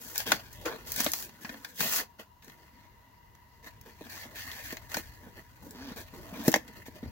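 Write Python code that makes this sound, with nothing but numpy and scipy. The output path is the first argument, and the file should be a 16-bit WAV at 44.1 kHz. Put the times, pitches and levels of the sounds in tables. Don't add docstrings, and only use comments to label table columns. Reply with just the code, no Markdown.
import sys
import numpy as np
from scipy import signal
from scipy.io import wavfile

SR = 44100
rng = np.random.default_rng(int(sys.argv[2]) if len(sys.argv) > 2 else 0)


def wav_record(signal):
    frames = np.transpose(np.atleast_2d(signal))
    bounded = np.clip(frames, -1, 1)
    quanta = np.round(bounded * 32767).astype(np.int16)
    wavfile.write(sys.argv[1], SR, quanta)


N = 313548
TIME = np.arange(N) / SR

# start_s, level_db
BREEZE_CURVE = [(0.0, -61), (.4, -53), (1.05, -54.5), (1.4, -64), (3.9, -59.5), (4.4, -55.5), (5.5, -56),
                (6.2, -52), (6.9, -57), (7.11, -44.5)]
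# pitch_hz, width_hz, level_db
POT_MODES = [(610, 42, -11), (955.4, 35, 9), (2006, 140, -6.5), (2070, 170, -17.5), (2800, 140, -12),
             (4130, 500, -22)]
# start_s, gain_db
POT_UPPER_CURVE = [(0.0, 1), (2.5, -1), (2.6, 6.5), (7.11, 4)]
POT_UPPER_HZ, POT_UPPER_WIDTH_HZ = 1980, 450

# pitch_hz, width_hz, level_db
BOX_MODES = [(189.4, 76, -0.5), (273.7, 51.5, 2.5), (320.6, 24, 1), (467, 48, -1), (579, 99, -2.5),
             (627, 86, 0.5), (733, 77, -12), (860, 180, -7.5)]
# pitch_hz, width_hz, level_db
BOARD_MODES = [(734, 200, -5.5), (1460, 313, 0.5), (1633, 370, 3), (1842, 242, 3), (2171, 183, -2.5),
               (2530, 300, -1.5), (3220, 660, -2), (4044, 520, -0.5), (4550, 595, 1), (6290, 1700, -5.5)]
# start_s, ring_db, pitch_hz
FLAP_CURVE = [(0.0, 2, 1680), (1.15, 0.5, 1660), (1.45, 6.5, 1770), (1.68, 5, 1660), (1.95, -0.5, 1760),
              (2.7, 6, 2080), (4.15, 4, 1980), (4.7, 8.5, 1970), (5.0, 5, 1910), (5.5, 6, 1790),
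              (6.3, -2, 1760), (6.54, 5.5, 1980)]
FLAP_OCTAVES = .27

# start_s, scrape_db
SHIFTING_CURVE = [(0.0, -55.5), (.8, -53), (1.35, -57.5), (1.7, -61), (2.12, -72), (2.38, -89),
                  (2.55, -63.5), (3.2, -72.5), (3.8, -65), (4.1, -55), (4.8, -54.5), (5.45, -62.5),
                  (6.3, -56), (7.11, -62)]
SHIFT_PUSH_DB, SHIFT_FIBRE_DB = -2.5, -5
SHIFT_WAVER_DB, SHIFT_WAVERS_PER_S = 1, 18
# start_s, length_s, scrape_db, swell_db (start to end), push_db (box, re scrape), fibre_db (re scrape)
STROKES = [(0.0, .15, -57, 0, -4.5, 11), (0.139, 0.063, -41, 14, -19, -0.5),
           (0.256, 0.0904, -33, -7, -6, -5), (0.323, 0.096, -46, -10, -2, -7.5),
           (0.511, 0.28, -67.5, -8.5, 2.5, 8), (.648, 0.14, -43, -22.5, 1, -13.5),
           (0.853, 0.15, -45, 4, -10, 3), (0.965, .13, -37.5, -6, -9.5, 1.5),
           (1.12, 0.13, -47.5, -8.5, -7.5, 8), (1.4, 0.18, -50.5, -5, -3, -3),
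           (1.586, 0.12, -57, 4, -17.5, -0.5), (2.182, 0.027, -48, -1, -9.5, -6),
           (2.419, .11, -59.5, 0, -4.5, -3.5), (2.731, .115, -63, 4, -5, -15),
           (3.623, 0.054, -51, 11, -11, -7), (3.85, 0.047, -54.5, -4, 1.5, -6),
           (3.998, 0.086, -54.5, -11, -2, -6), (4.084, 0.16, -43.5, -1.5, -32, -5),
           (4.345, 0.279, -43, -3.5, -14, -5), (4.629, 0.11, -41.5, -6, -40, -4.5),
           (4.885, 0.058, -46, 5, -7, -1.5), (4.948, 0.045, -40.5, -1.5, -1, 0),
           (5.007, 0.13, -55, -6.5, -19, -4.5), (5.193, .08, -63, 13.5, 12.5, -4.5),
           (5.352, .04, -50, 1.5, -1, -8), (5.612, 0.17, -63.5, -8.5, 9, 3.5),
           (5.746, .18, -48.5, 2, -5, -11.5), (5.956, 0.053, -46, -4.5, 0, -1),
           (6.123, .2, -56.5, -1.5, 7.5, -2), (6.325, 0.1, -46.5, 0.5, 3.5, -5),
           (6.428, 0.057, -42, 12.5, 0.5, 2.5), (6.53, 0.038, -37.5, -9, 1, -12),
           (6.569, 0.13, -64, 6, 13, -19), (6.728, 0.057, -55, 8.5, 1, -5),
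           (6.852, 0.022, -49, -0.5, -3.5, -2.5), (6.939, 0.028, -54, 3, 1.5, -6.5),
           (7.021, 0.068, -52.5, -10, 5.5, -11)]
STROKE_ATTACK_S, STROKE_RELEASE_S = 0.015, 0.02
# start_s, push_db (box), scrape_db (board), fibre_db (hiss)
RIP_CURVE = [(1.74, -88, -79, -62), (1.784, -63, -48, -47.5), (1.806, -43.5, -36.5, -34),
             (1.892, -53, -40, -36), (1.966, -49.5, -37.5, -30), (2.008, -47, -36.5, -40),
             (2.07, -67.5, -70, -74.5)]
RIP_GAIN_DB = 3.5
SLIDE_TILT_DB, TILT_PER_HARDNESS = -3.5, 0.14
HAND_DAMPING = 1.5
SKIN_TILT_DB = -1

# start_s, board_db, fibre_db, decay_s
CRACKS = [(.157, -35.5, -35, .0013), (0.179, -47, -21.5, .00085), (0.318, -16.5, -22, 0.0017),
          (.528, -69, -44.5, .0035), (0.654, -37.5, -38.5, 0.013), (.919, -52, -27.5, 0.0011),
          (.961, -37.5, -29.5, .0018), (1.004, -30, -23.5, 0.0012), (1.0114, -38, -30, 0.0017),
          (1.0444, -48, -24.5, 0.001), (1.0629, -25.5, -35, 0.0013), (1.118, -55, -27.5, 0.00058),
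          (1.1348, -31.5, -23.5, 0.00079), (1.4459, -38.5, -60, 0.0059), (1.4915, -37, -54, 0.0037),
          (1.54, -45, -72, 0.0031), (1.6461, -36, -42, 0.0025), (1.8047, -29.5, -34, .0035),
          (1.923, -48, -36, 0.0012), (1.9854, -34, -40, 0.0009), (2.422, -56, -62, 0.0036),
          (2.445, -65, -52, 0.00092), (2.497, -49.5, -57, .0017), (3.35, -60, -62, 0.0014),
          (3.8118, -64, -49, .0013), (4.357, -48, -47, 0.0013), (4.7233, -41, -40, 0.003),
          (4.769, -40.5, -44.5, 0.00083), (4.916, -41, -45, .0014), (4.9423, -28.5, -33, 0.0029),
          (4.9683, -33, -32, 0.0022), (5.708, -70, -43, 0.001), (6.479, -28.5, -22, 0.0028),
          (6.517, -41, -28.5, .0008), (6.5253, -37, -35, 0.0021), (6.54, -16, -27, 0.0008),
          (6.559, -30.5, -29, 0.0022), (6.677, -51, -50, 0.006)]
CRACK_TILT_DB, CRACK_TILT_PER_HARDNESS = -4, 0.092
TICKS_PER_S, TICK_RATE_FOLLOWS = 5, .7
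TICK_DB, TICK_SPREAD_DB, TICK_S = -6, 7, 0.00074
# start_s, level_db, pitch_hz (centre of the push)
KNOCKS = [(.275, -40.5, 400), (.319, -34, 680), (.655, -43, 380), (1.003, -39, 258), (1.063, -30, 571),
          (1.446, -42.5, 208), (1.496, -44.5, 231), (2.479, -53.5, 248), (3.872, -55, 254),
          (4.01, -44, 426), (4.255, -54, 260), (4.728, -39.5, 275.5), (4.969, -34.5, 790),
          (5.915, -42, 186), (5.96, -49.5, 254), (6.326, -41, 186), (6.4808, -16.5, 270),
          (6.5402, -28.5, 753), (6.559, -27.5, 720), (6.883, -44.5, 263), (7.029, -37.5, 240),
          (7.059, -42, 262)]
# start_s, slips_per_s, level_db
JUDDER_CURVE = [(5.74, 80, -48), (5.78, 125, -50), (5.82, 133, -46.5), (5.86, 142, -47.5), (5.89, 120, -46),
                (5.93, 120, -58)]

PORT_LAG_S = 5 / SR
CUTOFF_HZ = 16000


def from_db(db):
    return 10 ** (np.asarray(db) / 20)


def rms_one(x):
    return x / np.sqrt(np.mean(x ** 2) + 1e-20)


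def at_level(x, db, span_s):
    return from_db(db) * x / np.sqrt(np.mean(x[..., :int(span_s * SR)] ** 2))


def in_time(rows):
    s, *columns = np.transpose(rows)
    return [np.interp(TIME, s, c) for c in columns]


def add(out, s, sound):
    start = int(s * SR)
    out[..., start:start + sound.shape[-1]] += sound[..., :N - start]


def drift(rate):
    knots = rng.standard_normal(N // 20)
    return np.interp(TIME * rate, np.arange(len(knots)), knots)


def stereo_noise(alike, size=N):
    mid, side = rng.standard_normal((2, size))
    alike = np.clip(alike, 0, 1)
    return (np.sqrt(1 + alike) * mid + np.sqrt(1 - alike) * side * [[1], [-1]]) / np.sqrt(2)


def band(x, low_hz, high_hz, order=2):
    sos = signal.butter(order, [low_hz, high_hz], "band", fs=SR, output="sos")
    return signal.sosfilt(sos, x)


def bell(x, hz, width_hz, gain_db):
    region = signal.lfilter(*signal.iirpeak(hz, hz / width_hz, fs=SR), x)
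    return x + (from_db(gain_db) - 1) * region


def resonate(x, modes):
    out = 0
    for k, (hz, width, db) in enumerate(modes):
        r = np.exp(-np.pi * width / SR)
        poles = [1, -2 * r * np.cos(2 * np.pi * hz / SR), r * r]
        ring = (1 - r * r) / 2 * signal.lfilter([1, 0, -1], poles, x + 1e-18)
        out = out + (-1) ** k * from_db(db) * ring
    return out


def background():
    pot = from_db(-63.5 + 0.27 * drift(23)) * rms_one(resonate(stereo_noise(0.26), POT_MODES))
    pot = bell(pot * from_db([[1.6], [-1.6]]), POT_UPPER_HZ, POT_UPPER_WIDTH_HZ, in_time(POT_UPPER_CURVE)[0])
    hush = from_db(-70.0) * rms_one(band(stereo_noise(.7), 140, 230, order=1))
    hiss = from_db(-69.0) * rms_one(band(stereo_noise(0.15), 1800, SR / 2 - 1, order=1))
    breeze_db, = in_time(BREEZE_CURVE)
    lumps = from_db(breeze_db - .5 + 2.2 * drift(14))
    breeze = lumps * rms_one(band(stereo_noise(.7), 40, 120, order=3))
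    return pot + hush + hiss + breeze * from_db([[1.1], [-1.1]])


def shifting_power():
    scrape_db = in_time(SHIFTING_CURVE)[0] + SHIFT_WAVER_DB * drift(SHIFT_WAVERS_PER_S)
    return np.outer(from_db([SHIFT_PUSH_DB, 0, SHIFT_FIBRE_DB]), from_db(scrape_db)) ** 2


def stroke_envelope(s, length_s, swell_db):
    t = TIME - s
    attack = np.clip(t / STROKE_ATTACK_S, 0, 1)
    swell = from_db(swell_db * (np.clip(t / length_s, 0, 1) - .5))
    release = np.exp(-np.clip((t - length_s) / STROKE_RELEASE_S, 0, 20))
    return attack * swell * release


def strokes_power():
    power = np.zeros((3, N))
    for s, length_s, db, swell_db, push_db, fibre_db in STROKES:
        peaks = from_db([db + push_db, db, db + fibre_db])
        power += np.outer(peaks ** 2, stroke_envelope(s, length_s, swell_db) ** 2)
    return power


def rip_power():
    tearing = (TIME > RIP_CURVE[0][0]) & (TIME < RIP_CURVE[-1][0])
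    return tearing * from_db(np.array(in_time(RIP_CURVE)) + RIP_GAIN_DB) ** 2


def friction():
    return 10 * np.log10(shifting_power() + strokes_power() + rip_power())


def grains(per_s, spread_db, length_s):
    sizes = from_db(spread_db * np.minimum(rng.exponential(1, N), 4))
    energy = (rng.random(N) < per_s / SR) * sizes ** 2 / per_s
    decaying = signal.lfilter([1], [1, -np.exp(-1 / (length_s * SR))], energy + 1e-18)
    return rms_one(np.sqrt(decaying))


def fibre_hiss(x):
    return bell(band(x, 5400, SR / 2 - 1, order=3), hz=13500, width_hz=10000, gain_db=-1.3)


def board(x, ring_db, flap_hz, tilt_db, wander_db):
    modes = []
    for (hz, width, db), wander in zip(BOARD_MODES, wander_db):
        octaves = np.log2(hz / flap_hz)
        flap_boost_db = ring_db * np.exp(-(octaves / FLAP_OCTAVES) ** 2)
        modes.append((hz, width, db + flap_boost_db + tilt_db * octaves + wander))
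    power = sum(width * from_db(db) ** 2 for hz, width, db in modes)
    return band(resonate(x, modes) / np.sqrt(power), 650, 7500)


def rubbing(box_db, board_db, fibre_db):
    speed = np.clip(from_db(.4 * (fibre_db + 48)), .6, 2.5)
    fine = grains(per_s=3200 * speed, spread_db=3.0, length_s=0.0003) * from_db(1.11 * drift(80))
    snags = grains(per_s=140 * speed, spread_db=4.0, length_s=0.00021)
    slips = np.hypot(fine, 0.21 * snags)

    box_modes = []
    for hz, width, db in BOX_MODES:
        skin_db = SKIN_TILT_DB * np.log2(hz / BOX_MODES[0][0])
        box_modes.append((hz, width * HAND_DAMPING, db + skin_db + 5.0 * drift(15)))
    push = np.hypot(fine, 1) * stereo_noise(0.86)
    box = rms_one(band(resonate(push, box_modes), 91, 2400))

    tilt_db = SLIDE_TILT_DB + TILT_PER_HARDNESS * (fibre_db - box_db)
    wander_db = [3 * drift(28) for mode in BOARD_MODES]
    scrape = rms_one(board(slips * stereo_noise(0.49), *in_time(FLAP_CURVE), tilt_db, wander_db))
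    fibres = rms_one(fibre_hiss(slips * stereo_noise(0.16)))
    surface = scrape * from_db(board_db - 2.0) + fibres * from_db(fibre_db + 3.0)
    return box * from_db(box_db), surface


def small_cracks(board_db, fibre_db):
    per_s = TICKS_PER_S * from_db(TICK_RATE_FOLLOWS * (fibre_db - fibre_db.mean()))
    moments = np.flatnonzero(rng.random(N) < per_s / SR)
    levels_db = TICK_DB + TICK_SPREAD_DB * rng.standard_normal(N)
    return [(i / SR, board_db[i] + levels_db[i], fibre_db[i] + levels_db[i], TICK_S) for i in moments]


def cracks(breaks, size=4096):
    out, t = np.zeros((2, N)), np.arange(size) / SR
    flap = np.array(in_time(FLAP_CURVE))
    for s, board_db, fibre_db, decay_s in breaks:
        envelope = np.exp(-t / decay_s) * (1 - np.exp(-t / 0.0011))
        burst = stereo_noise(0.22, size=size) * envelope
        tilt_db = CRACK_TILT_DB + CRACK_TILT_PER_HARDNESS * (fibre_db - board_db)
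        wander_db = 2 * rng.standard_normal(len(BOARD_MODES))
        ring = board(burst, *flap[:, int(s * SR)], tilt_db, wander_db)
        add(out, s, at_level(ring, board_db + 0.5, span_s=0.0063))
        add(out, s, at_level(fibre_hiss(burst), fibre_db + 2.0, span_s=0.0058))
    return out


def knocks(size=8192):
    out, t = np.zeros(N), np.arange(size) / SR
    for s, db, hz in KNOCKS:
        push = band(-np.sin(2 * np.pi * hz * t) * np.exp(-(t * hz / 2.0) ** 2), 170, 1000)
        modes = []
        for f, width, level in BOX_MODES:
            modes.append((f, width, level - 5 * abs(np.log2(f / hz)) + 2 * rng.standard_normal()))
        ring = resonate(np.exp(-t * hz * 12), modes)
        blow = rms_one(push) - hz / 310 * rms_one(ring)
        add(out, s, at_level(blow, db + 0.27, span_s=0.014))
    return out


def judder():
    per_s, db = in_time(JUDDER_CURVE)
    cycles = np.floor(np.cumsum(per_s * (1 + .025 * drift(150))) / SR)
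    touching = (TIME > JUDDER_CURVE[0][0]) & (TIME < JUDDER_CURVE[-1][0])
    slips = np.diff(cycles, prepend=0) * from_db(1.1 * drift(260)) * touching
    sound = resonate(slips, [(259, 38, 0)]) + from_db(-24.5) * resonate(slips, BOARD_MODES)
    return from_db(db) * sound / np.std(sound[touching])


def yard(x, near_db, far_db, size=16384):
    t = np.arange(size) / SR
    near = rng.standard_normal((2, size)) * from_db(-60 * t / 0.053) * (t > .0012)
    dull = band(rng.standard_normal((2, size)), 210, 10500, order=1)
    far = dull * from_db(-60 * t / 0.16) * (t > .008)
    echo = (from_db(near_db) * rms_one(near) + from_db(far_db) * rms_one(far)) / np.sqrt(size)
    echo[:, 0] = 1
    return signal.fftconvolve(x, echo / np.sqrt(np.sum(echo ** 2) / 2), axes=1)[:, :N]


def scene():
    outdoors = background()
    box_db, board_db, fibre_db = friction()
    box, surface = rubbing(box_db, board_db, fibre_db)
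    snaps = cracks(list(CRACKS) + small_cracks(board_db, fibre_db))
    low = yard(box + knocks() + judder(), near_db=-16, far_db=-19)
    high = yard(surface + snaps, near_db=-4.5, far_db=-17) * from_db([[.8], [-.8]])
    left, right = low + high
    late_right = np.interp(TIME - PORT_LAG_S, TIME, right)
    return np.array([left, late_right]) + outdoors


def record(dry):
    dipped = bell(dry, hz=8430, width_hz=2540, gain_db=-9.5)
    dipped = bell(dipped, hz=10000, width_hz=3500, gain_db=-4.0)
    coloured = bell(dipped, hz=15300, width_hz=2200, gain_db=2.5)
    low_pass = signal.ellip(10, .2, 70, CUTOFF_HZ, fs=SR, output="sos")
    return signal.sosfilt(low_pass, coloured)


dry = scene()
out = record(dry)
wav_record(out)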